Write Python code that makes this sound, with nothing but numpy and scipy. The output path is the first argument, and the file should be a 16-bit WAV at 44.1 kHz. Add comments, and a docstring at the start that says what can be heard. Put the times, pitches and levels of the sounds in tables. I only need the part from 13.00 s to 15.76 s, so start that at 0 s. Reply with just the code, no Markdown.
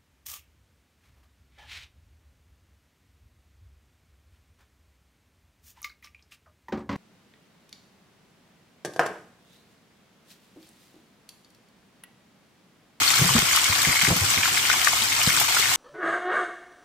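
"""A dense sizzle with pops runs throughout: whole fish fry in hot oil, close to a hand-held stereo microphone.
The sizzle is noise-like clicks of tiny steam bubbles bursting in flurries, each scattered by the pan.
Larger bubbles pop with a short pitch and set the pan ringing; now and then the oil spits with a sharp crack.
Dull bumps of handling, low room noise and a faint wavering hum lie underneath; the kitchen adds a short echo."""
import sys
import numpy as np
from scipy import signal
from scipy.fft import rfft, irfft, next_fast_len
from scipy.io import wavfile

SR = 44100
rng = np.random.default_rng(int(sys.argv[2]) if len(sys.argv) > 2 else 0)


def store_wav(level_fs):
    """Save 16-bit WAV to argv[1]."""
    pcm = np.round(np.clip(np.atleast_2d(level_fs), -1, 1) * 32767)
    wavfile.write(sys.argv[1], SR, pcm.T.astype(np.int16))


N = 121716  # length [samples]

# Event levels are relative: each kind of event also gets one overall gain.
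# large steam bubbles: (time [s], level [dB], pitch [Hz], left minus right [dB])
LARGE_BUBBLES = [(0.018, -15, 1270, 9), (0.103, -15, 2350, 10), (0.135, -16, 1360, 9),
                 (0.189, -16.5, 1570, 6), (0.291, -16.5, 1070, 9), (0.364, -15.5, 1230, 10),
                 (0.482, -17, 2280, 8), (0.511, -13, 2140, 2), (0.532, -16, 2210, -2),
                 (0.5505, -15, 1320, 5), (0.574, -14, 1250, 4), (0.657, -14, 2270, -5),
                 (0.725, -12, 2200, 4), (0.727, -19, 1050, 0), (0.79, -17, 1770, 2.5), (0.85, -10, 2110, 3),
                 (0.894, -14.5, 2250, 0.0), (0.927, -11, 2120, 0), (0.957, -13.5, 2020, 6),
                 (0.968, -14, 2100, 1), (0.991, -16, 2280, 2), (1.014, -13, 2150, -3),
                 (1.05, -14.5, 1650, 11), (1.07, -11.5, 2200, 3.0), (1.377, -13.5, 2190, 4),
                 (1.432, -7, 2420, -6), (1.456, -10, 1400, 9), (1.573, -10, 2120, -2),
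                 (1.652, -15, 2330, 2.0), (1.7, -10, 1450, 7), (1.715, -11.5, 2130, 1),
                 (1.728, -15, 2180, -2), (1.7385, -17.5, 1100, 5), (1.828, -15.5, 3170, 7),
                 (1.8712, -8, 1780, 10), (1.8725, -13.5, 1155, 10), (1.884, -16, 3050, 8),
                 (1.93, -18, 1000, 6), (2.12, -13.5, 2100, -1), (2.215, -8.5, 2850, -1),
                 (2.29, -16.5, 1750, 5), (2.302, -11.5, 2220, 2), (2.319, -16, 2810, 3),
                 (2.372, -15.5, 1400, 6), (2.414, -16, 862, 7), (2.4145, -20, 1630, 14),
                 (2.482, -22, 2870, 1.0), (2.483, -20, 930, 5), (2.568, -9, 1410, 2),
                 (2.626, -12.5, 2160, 4), (2.636, -27, 2280, 3.5), (2.656, -13.5, 2070, 8)]
# small bubbles bursting close by: (time [s], level [dB], pitch [Hz], left minus right [dB])
SMALL_BUBBLES = [(.078, -17.5, 4380, 12), (.104, -20, 7100, 12), (.14, -19, 4270, 6), (1.303, -18, 7800, 7),
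                 (1.73, -29, 7500, 16), (1.85, -23, 6340, 3), (2.02, -22, 3780, 10), (2.077, -23, 4240, 1),
                 (2.237, -18.5, 5480, 0), (2.265, -21.5, 4030, 9), (2.366, -20, 7900, 10)]
# sharp spits of oil: (time [s], level [dB], centre [Hz], left minus right [dB], decay [s])
OIL_SPITS = [(0.112, -22, 5450, 3, 0.0099), (0.17, -20, 3200, 7, 0.0033), (0.1875, -22, 11500, 9, .003),
             (0.269, -23, 7500, 6, .005), (0.381, -16, 2780, -1, 0.0034), (0.39, -16.5, 5400, 8, .003),
             (0.5615, -14, 6400, 8.5, 0.0022), (0.642, -17, 4960, 7, 0.0047),
             (0.818, -18.5, 5000, 5, 0.0046), (0.83, -20, 9500, 3, 0.0033), (1.022, -22, 5500, 1.5, .003),
             (1.169, -22, 13000, 5, 0.0022), (1.6993, -16.5, 2670, 3, .003),
             (1.846, -17.5, 5500, 7, 0.0033), (2.037, -23, 12000, 3, .003), (2.2315, -25, 13500, 8, .003),
             (2.329, -23.5, 11400, 8, .002), (2.388, -23, 4500, 6, .003), (2.3994, -17, 11000, 6, 0.005),
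             (2.421, -20, 7000, 4, .003)]
# dull bumps: (time [s], level [dB], centre of the blow [Hz], time to its peak [s], scuff [dB])
DULL_BUMPS = [(.012, -27, 302, 0.0039, -1), (.188, -29, 125, 0.0097, -2), (0.214, -15, 162, 0.0061, -4.5),
              (.243, -20, 175, .012, -9), (.298, -25, 135, 0.014, -8), (.348, -14, 229.5, 0.0086, -5),
              (0.38, -20.5, 58, 0.0035, 0.5), (.422, -19.5, 155, 0.0034, -8),
              (.69, -28.5, 91, 0.0099, -3.5), (.868, -24, 146, 0.013, 0.5), (1.025, -24.5, 170, .006, -2),
              (1.074, -20.5, 129, 0.0085, -1.5), (1.1, -17.5, 165, 0.01, 0.5), (1.125, -21, 215, .004, -1),
              (1.16, -21.5, 166, 0.0054, -6), (1.21, -19, 97, .013, -8), (1.371, -26.5, 98, 0.0075, 1),
              (1.512, -33, 147, 0.0058, -1), (2.015, -31.5, 218, 0.0054, -15),
              (2.273, -13, 169, 0.0024, -10.5), (2.593, -30, 397, 0.0039, -2)]
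# what a bump rings with: (frequency [Hz], level [dB], time to fall 60 dB [s])
BUMP_MODES = [(50.3, -24, 0.22), (108, 7, 0.69), (187.3, 8.5, 0.55), (235, -32, 0.12), (303, 17.5, 0.28),
              (382, -11, .12), (500, 33, 0.087), (617, -33, .12)]
# ringing of the pan: (frequency [Hz], level [dB], time to fall 60 dB [s])
PAN_MODES = [(1177, -10, 0.032), (1540, -30, .02), (2197, -0.5, 0.027), (2550, 1, 0.01), (3220, -4, 0.023)]
# how hard the oil boils: (time [s], relative level [dB])
BOIL_CURVE = [(0.0, -25), (0.12, -24.5), (0.53, -26), (0.56, -24), (0.59, -26.5), (1.01, -26), (1.02, -24),
              (1.14, -28.5), (1.32, -25.5), (1.38, -27.5), (1.87, -26), (1.95, -28.5), (2.01, -26.5),
              (2.12, -27.5), (2.41, -25), (2.44, -27), (2.67, -25.5), (2.76, -26.5)]
# colour of the sizzle: (frequency [Hz], relative gain [dB])
SIZZLE_COLOUR = [(100, -15), (450, -20), (750, -15), (1150, -0.5), (1700, -5), (2200, 0.5), (3100, 1),
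                 (3800, -2.5), (5500, -1), (7600, -3.5), (8700, -4.5), (10000, -10), (12000, -8.5),
                 (14800, -10), (16000, -46)]
# colour of the scuff in a bump: (frequency [Hz], relative gain [dB])
SCUFF_COLOUR = [(30, -17), (70, -0.5), (110, 2.5), (280, 0), (450, -8.5), (650, -2.5), (900, -7),
                (2000, -51)]
# colour of the kitchen's low noise: (frequency [Hz], relative gain [dB])
RUMBLE_COLOUR = [(20, -30), (50, -2), (75, -13), (100, -12), (130, 4.5), (180, -15.5), (260, -2.5),
                 (500, -9), (900, -24), (3000, -52)]
# strength of the pitched bubbles: (pitch [Hz], relative level [dB])
BUBBLE_STRENGTH = [(720, -2.5), (1150, 0.5), (1600, 2), (2150, 2.5), (2600, 2), (3000, 10)]
# strength of the higher, ticking bubbles: (pitch [Hz], relative level [dB])
TICK_STRENGTH = [(3200, 3.5), (4500, 0), (6000, -2), (7600, 3), (9000, -2), (10500, -17.5), (14000, -7.5)]
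# lean of the microphone pair: (frequency [Hz], left minus right [dB])
MIC_LEAN = [(250, 0), (480, 0.3), (750, 6.5), (1400, 4.9), (2100, 1.2), (3000, -.5), (3700, 4), (5200, 1.1),
            (7000, 2.4), (9500, 3.3), (12000, 3.3), (15000, 7)]
# likeness of the two channels: (frequency [Hz], likeness [0-1])
MIC_LIKENESS = [(200, 0.97), (700, 0.37), (1200, 0.28), (2200, 0.18), (4000, 0.061), (8000, 0.013)]

# A spread is how many dB a burst grows per unit of its random size.
LARGEST_SIZE = 3  # cap on that random size
FIZZ_PER_S, FIZZ_SPREAD_DB, FIZZ_DB = 9000, 2, 1
CRACKLE_PER_S, CRACKLE_SPREAD_DB, CRACKLE_DB = 640, 4, -2.5
FLURRY_S, FLURRY_DB, SCATTER_S = 0.014, 1.5, 0.0015
# cycles: how many a bubble rings for until it has died to about a third
BUBBLES_PER_S, BUBBLE_SPREAD_DB, BUBBLE_DB, BUBBLE_CYCLES = 750, 3.5, -5.5, 2.7
TICKS_PER_S, TICK_SPREAD_DB, TICK_DB, TICK_CYCLES = 1400, 3.5, -2.5, 4.2
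BUBBLE_RISE_S, GRAIN_SCATTER_S = 0.0005, 0.00078
LOW_CUT_HZ = 180  # small bubbles radiate little bass
WALL_S, WALL_SHARE = 0.001722, 0.14  # echo off the side of the pan
SPLASH_S, SPLASH_DB = 0.0032, -3.5
SPLASH_FALL_DB = 6  # per octave away from the bubble's pitch
SPUTTER_S, SPUTTER_DB = 0.005, -9  # quieter bubbles follow a pop within this time
SPUTTER_OCTAVES = 0.5  # how far their pitch strays, up or down
SPIT_DB, SPIT_FALL_DB = -1.5, 6  # level, and fall one octave from the centre
BUMP_DB, BUMP_RING_DB = -5.5, -10
BUMP_ROOM_DB, BUMP_ROOM_T60_S = -11.5, 0.12
POP_RING_DB, PAN_DB = -8, -19.5  # pan ringing under large pops, and under all other oil sounds
ROOM_DB, ROOM_T60_S = -6.5, 0.13
SPOT_S = 0.02  # the bursting moves to another spot of the pan this often
RUMBLE_DB, HUM_HZ, HUM_DB = -46.5, 99.5, -50
SWELL_S, SWELL_DB = 0.09, 2.2  # the background rises and sinks
NOTCH_HZ, NOTCH_WIDTH_HZ, NOTCH_DB = 11170, 230, -20  # dip in the right microphone port
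MIC_LOW_HZ, EDGE_HZ = 39.3, 15550


def amp(db):
    """Turns decibels into a gain."""
    return 10 ** (np.asarray(db) / 20)


def evened(x):
    """Scales a sound to an rms (average strength) of 1."""
    return x / np.sqrt(np.mean(x ** 2) + 1e-20)


def read(points, hz):
    """Reads a table between its points, on a log-frequency axis."""
    f, value = np.transpose(points)
    return np.interp(np.log(hz + 1), np.log(f + 1), value)


def level(curve):
    """Turns a dB curve over time into a gain for every sample."""
    return amp(np.interp(np.arange(N) / SR, *np.transpose(curve)))


def add(mix, s, sound):
    """Mixes a sound in at a time in seconds, cut off at the end of the mix."""
    start = max(round(s * SR), 0)
    part = mix[:, start:][:, :sound.shape[-1]]
    part += sound[..., :part.shape[1]]


def panned(db):
    """Gives left and right gains for a level difference."""
    return amp(np.array([[db], [-db]]) / 2)


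def through(x, response):
    """Passes each channel through a response by convolution."""
    return signal.fftconvolve(np.atleast_2d(x), np.atleast_2d(response), axes=1)[:, :N]


def coloured(x, db_at):
    """Filters by a gain in dB given as a function of frequency."""
    length = x.shape[-1]
    size = next_fast_len(2 * length)
    gain = amp(db_at(np.fft.rfftfreq(size, 1 / SR)))
    return irfft(rfft(x, size) * gain, size)[..., :length]


def ports(hz):
    """Gain in dB of the two microphone ports towards the pan."""
    half_lean = read(MIC_LEAN, hz) / 2
    notch = NOTCH_DB * np.exp(-((hz - NOTCH_HZ) / NOTCH_WIDTH_HZ) ** 2)
    return np.array([half_lean, notch - half_lean])


def low_cut(hz):
    """Gain in dB of the bass roll-off of a bubble."""
    return -10 * np.log10(1 + (LOW_CUT_HZ / (hz + 1)) ** 8)


def noise_pair(size):
    """Stereo noise, alike in the bass and nearly unrelated in the treble."""
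    a, b = rfft(rng.standard_normal((2, size)))
    same = np.clip(read(MIC_LIKENESS, np.fft.rfftfreq(size, 1 / SR)), -1, 1)
    right = same * a + np.sqrt(1 - same ** 2) * b
    return irfft(np.array([a, right]), size)


def scatter(decay_s, size=1024):
    """A dying cluster of reflections, with unit energy in each channel."""
    x = noise_pair(size) * np.exp(-np.arange(size) / SR / decay_s)
    return x / np.linalg.norm(x, axis=1, keepdims=True)


def wander(span_s):
    """Smooth chance that changes over about span_s seconds."""
    return evened(coloured(rng.standard_normal(N), lambda hz: -10 * np.log10(1 + (2 * hz * span_s) ** 4)))


def bursts(per_s, spread_db):
    """Randomly timed clicks, most small and a few large, pushing either way."""
    size = np.minimum(rng.exponential(1, N), LARGEST_SIZE)
    happens = rng.random(N) < per_s / SR
    return happens * amp(spread_db * size) * rng.choice([-1, 1], N)


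def ring(modes, size=16384):
    """Response of a body that rings at several frequencies, with unit energy."""
    t = np.arange(size) / SR
    x = sum(amp(db - 60 * t / t60) * np.sin(2 * np.pi * hz * t) for hz, db, t60 in modes)
    return x / np.linalg.norm(x)


def sizzle(per_s, spread_db, level_db, count=20):
    """Tiny bubbles burst in flurries at many spots; the pan scatters each click."""
    flurry = amp(FLURRY_DB * wander(FLURRY_S))
    x = np.zeros((2, N))
    for _ in range(count):
        clicks = bursts(per_s / count, spread_db) * flurry
        x += through(clicks, scatter(SCATTER_S))
    x = coloured(x, lambda hz: read(SIZZLE_COLOUR, hz) + ports(hz))
    return evened(x) * amp(level_db) * level(BOIL_CURVE)


def bubble(hz, cycles, size=1024):
    """An opened bubble rings for a few cycles and echoes off the side of the pan."""
    t = np.arange(size) / SR
    envelope = (1 - np.exp(-t / BUBBLE_RISE_S)) * np.exp(-t * hz / cycles)
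    tone = envelope * np.sin(2 * np.pi * hz * t)
    x = tone + WALL_SHARE * np.interp(t - WALL_S, t, tone, left=0)
    return x / abs(x).max()


def bubbling(sizes, per_s, spread_db, cycles, clump_s, clump_db, count=7):
    """A patter of pitched bubbles; those of like size come in clumps of their own."""
    out = np.zeros((2, N))
    pitches = np.geomspace(sizes[0][0], sizes[-1][0], count * count)
    for group in pitches.reshape(count, count):
        clump = amp(clump_db * wander(clump_s))
        for hz in group:
            grain = evened(through(bubble(hz, cycles), scatter(GRAIN_SCATTER_S)))
            clicks = clump * bursts(per_s / count ** 2, spread_db)
            out += amp(read(sizes, hz)) * through(clicks, grain)
    return evened(coloured(out, lambda hz: ports(hz) + low_cut(hz)))


def pops(rows, cycles, level_db, count=3):
    """Single bubbles: a short pitched pop, a splash of oil and a sputter of quieter bubbles."""
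    out = np.zeros((2, N))
    chances = rng.random((len(rows), count, 2))
    for (s, db, hz, lean_db), chance in zip(rows, chances):
        gain = amp(db + level_db) * panned(lean_db)
        splash = coloured(
            scatter(SPLASH_S),
            lambda f: read(SIZZLE_COLOUR, f) - SPLASH_FALL_DB * abs(np.log2((f + 1) / hz)))
        splash = amp(SPLASH_DB) * splash / abs(splash).max()
        add(out, s, gain * (bubble(hz, cycles) + splash))
        for late, detune in chance:
            pitch = hz * 2 ** (SPUTTER_OCTAVES * (2 * detune - 1))
            add(out, s + late * SPUTTER_S, gain * amp(SPUTTER_DB) * bubble(pitch, cycles))
    return out


def spits():
    """Drops of water flash to steam with a short crack, some dull and some very bright."""
    out = np.zeros((2, N))
    for s, db, hz, lean_db, decay_s in OIL_SPITS:
        crack = coloured(scatter(decay_s), lambda f: -SPIT_FALL_DB * np.log2((f + 1) / hz) ** 2)
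        strength = crack[:, :round(decay_s * SR)].std()
        add(out, s, amp(db + SPIT_DB) * panned(lean_db) * crack / strength)
    return out


def in_pan(x, ring_db):
    """Adds the ringing that a sound excites in the pan."""
    return x + amp(ring_db) * x.std() * evened(through(x, ring(PAN_MODES)))


def kitchen(x, count=8):
    """The short echo of the room, different for each spot in the pan, with fades between spots."""
    spot = np.arange(N) / SR / SPOT_S
    out = np.zeros((2, N))
    for k in range(count):
        away = abs((spot - k + count / 2) % count - count / 2)
        share = np.cos(np.pi / 2 * np.minimum(away, 1))
        out += through(x * share, scatter(ROOM_T60_S / np.log(1000), size=8192))
    return out


def bumps(size=8192):
    """Soft blows of handling: a low push with a scuff, ringing briefly and booming in the room."""
    out, t = np.zeros((2, N)), np.arange(size) / SR
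    for s, db, hz, peak_s, scuff_db in DULL_BUMPS:
        push = t / peak_s * np.exp(1 - t / peak_s)
        scuff = evened(coloured(noise_pair(size), lambda f: read(SCUFF_COLOUR, f)))
        blow = push * (np.sin(2 * np.pi * hz * t) + amp(scuff_db) * scuff)
        body = through(blow, ring(BUMP_MODES))[:, :size]
        ringing = amp(BUMP_RING_DB) * blow.std() * evened(body)
        add(out, s, amp(db + BUMP_DB) * (blow + ringing))
    boom = through(out, scatter(BUMP_ROOM_T60_S / np.log(1000), size=16384))
    boom = coloured(boom, lambda f: read(RUMBLE_COLOUR, f))
    return out + amp(BUMP_ROOM_DB) * out.std() * evened(boom)


def background():
    """Low room noise that swells unevenly, and a hum that wavers in phase and level."""
    phase = 2 * np.pi * HUM_HZ * np.arange(N) / SR + 0.93 * wander(0.048)
    hum = np.sin(phase) * amp(SWELL_DB * wander(SWELL_S))
    rumble = coloured(noise_pair(N), lambda hz: read(RUMBLE_COLOUR, hz))
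    rumble = rumble * amp(SWELL_DB * wander(SWELL_S))
    return amp(RUMBLE_DB) * evened(rumble) + amp(HUM_DB) * evened(hum)


def scene():
    """The frying, the pan's ring and the kitchen's short echo, over bumps and background."""
    bubbles = amp(BUBBLE_DB) * bubbling(
        BUBBLE_STRENGTH, BUBBLES_PER_S, BUBBLE_SPREAD_DB, BUBBLE_CYCLES, clump_s=0.0091, clump_db=0.5)
    ticks = amp(TICK_DB) * bubbling(
        TICK_STRENGTH, TICKS_PER_S, TICK_SPREAD_DB, TICK_CYCLES, clump_s=0.042, clump_db=2.5)
    patter = level(BOIL_CURVE) * (bubbles + ticks)
    fizz = sizzle(FIZZ_PER_S, FIZZ_SPREAD_DB, FIZZ_DB)
    crackle = sizzle(CRACKLE_PER_S, CRACKLE_SPREAD_DB, CRACKLE_DB)
    hiss = fizz + crackle
    large = pops(LARGE_BUBBLES, cycles=2.4, level_db=-3.5)
    pings = pops(SMALL_BUBBLES, cycles=8.6, level_db=3.5)
    small = patter + hiss + pings + spits()
    oil = in_pan(large, POP_RING_DB) + in_pan(small, PAN_DB)
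    return oil + amp(ROOM_DB) * kitchen(oil) + bumps() + background()


def record(dry):
    """The microphone's bass roll-off and the recorder's upper band limit."""
    bass_cut = signal.butter(3, MIC_LOW_HZ, "highpass", fs=SR, output="sos")
    band_limit = signal.firwin(511, EDGE_HZ, window=("kaiser", 9), fs=SR)
    x = signal.sosfilt(bass_cut, dry)
    return signal.oaconvolve(x, band_limit[None], "same")


dry = scene()
out = record(dry)
store_wav(out)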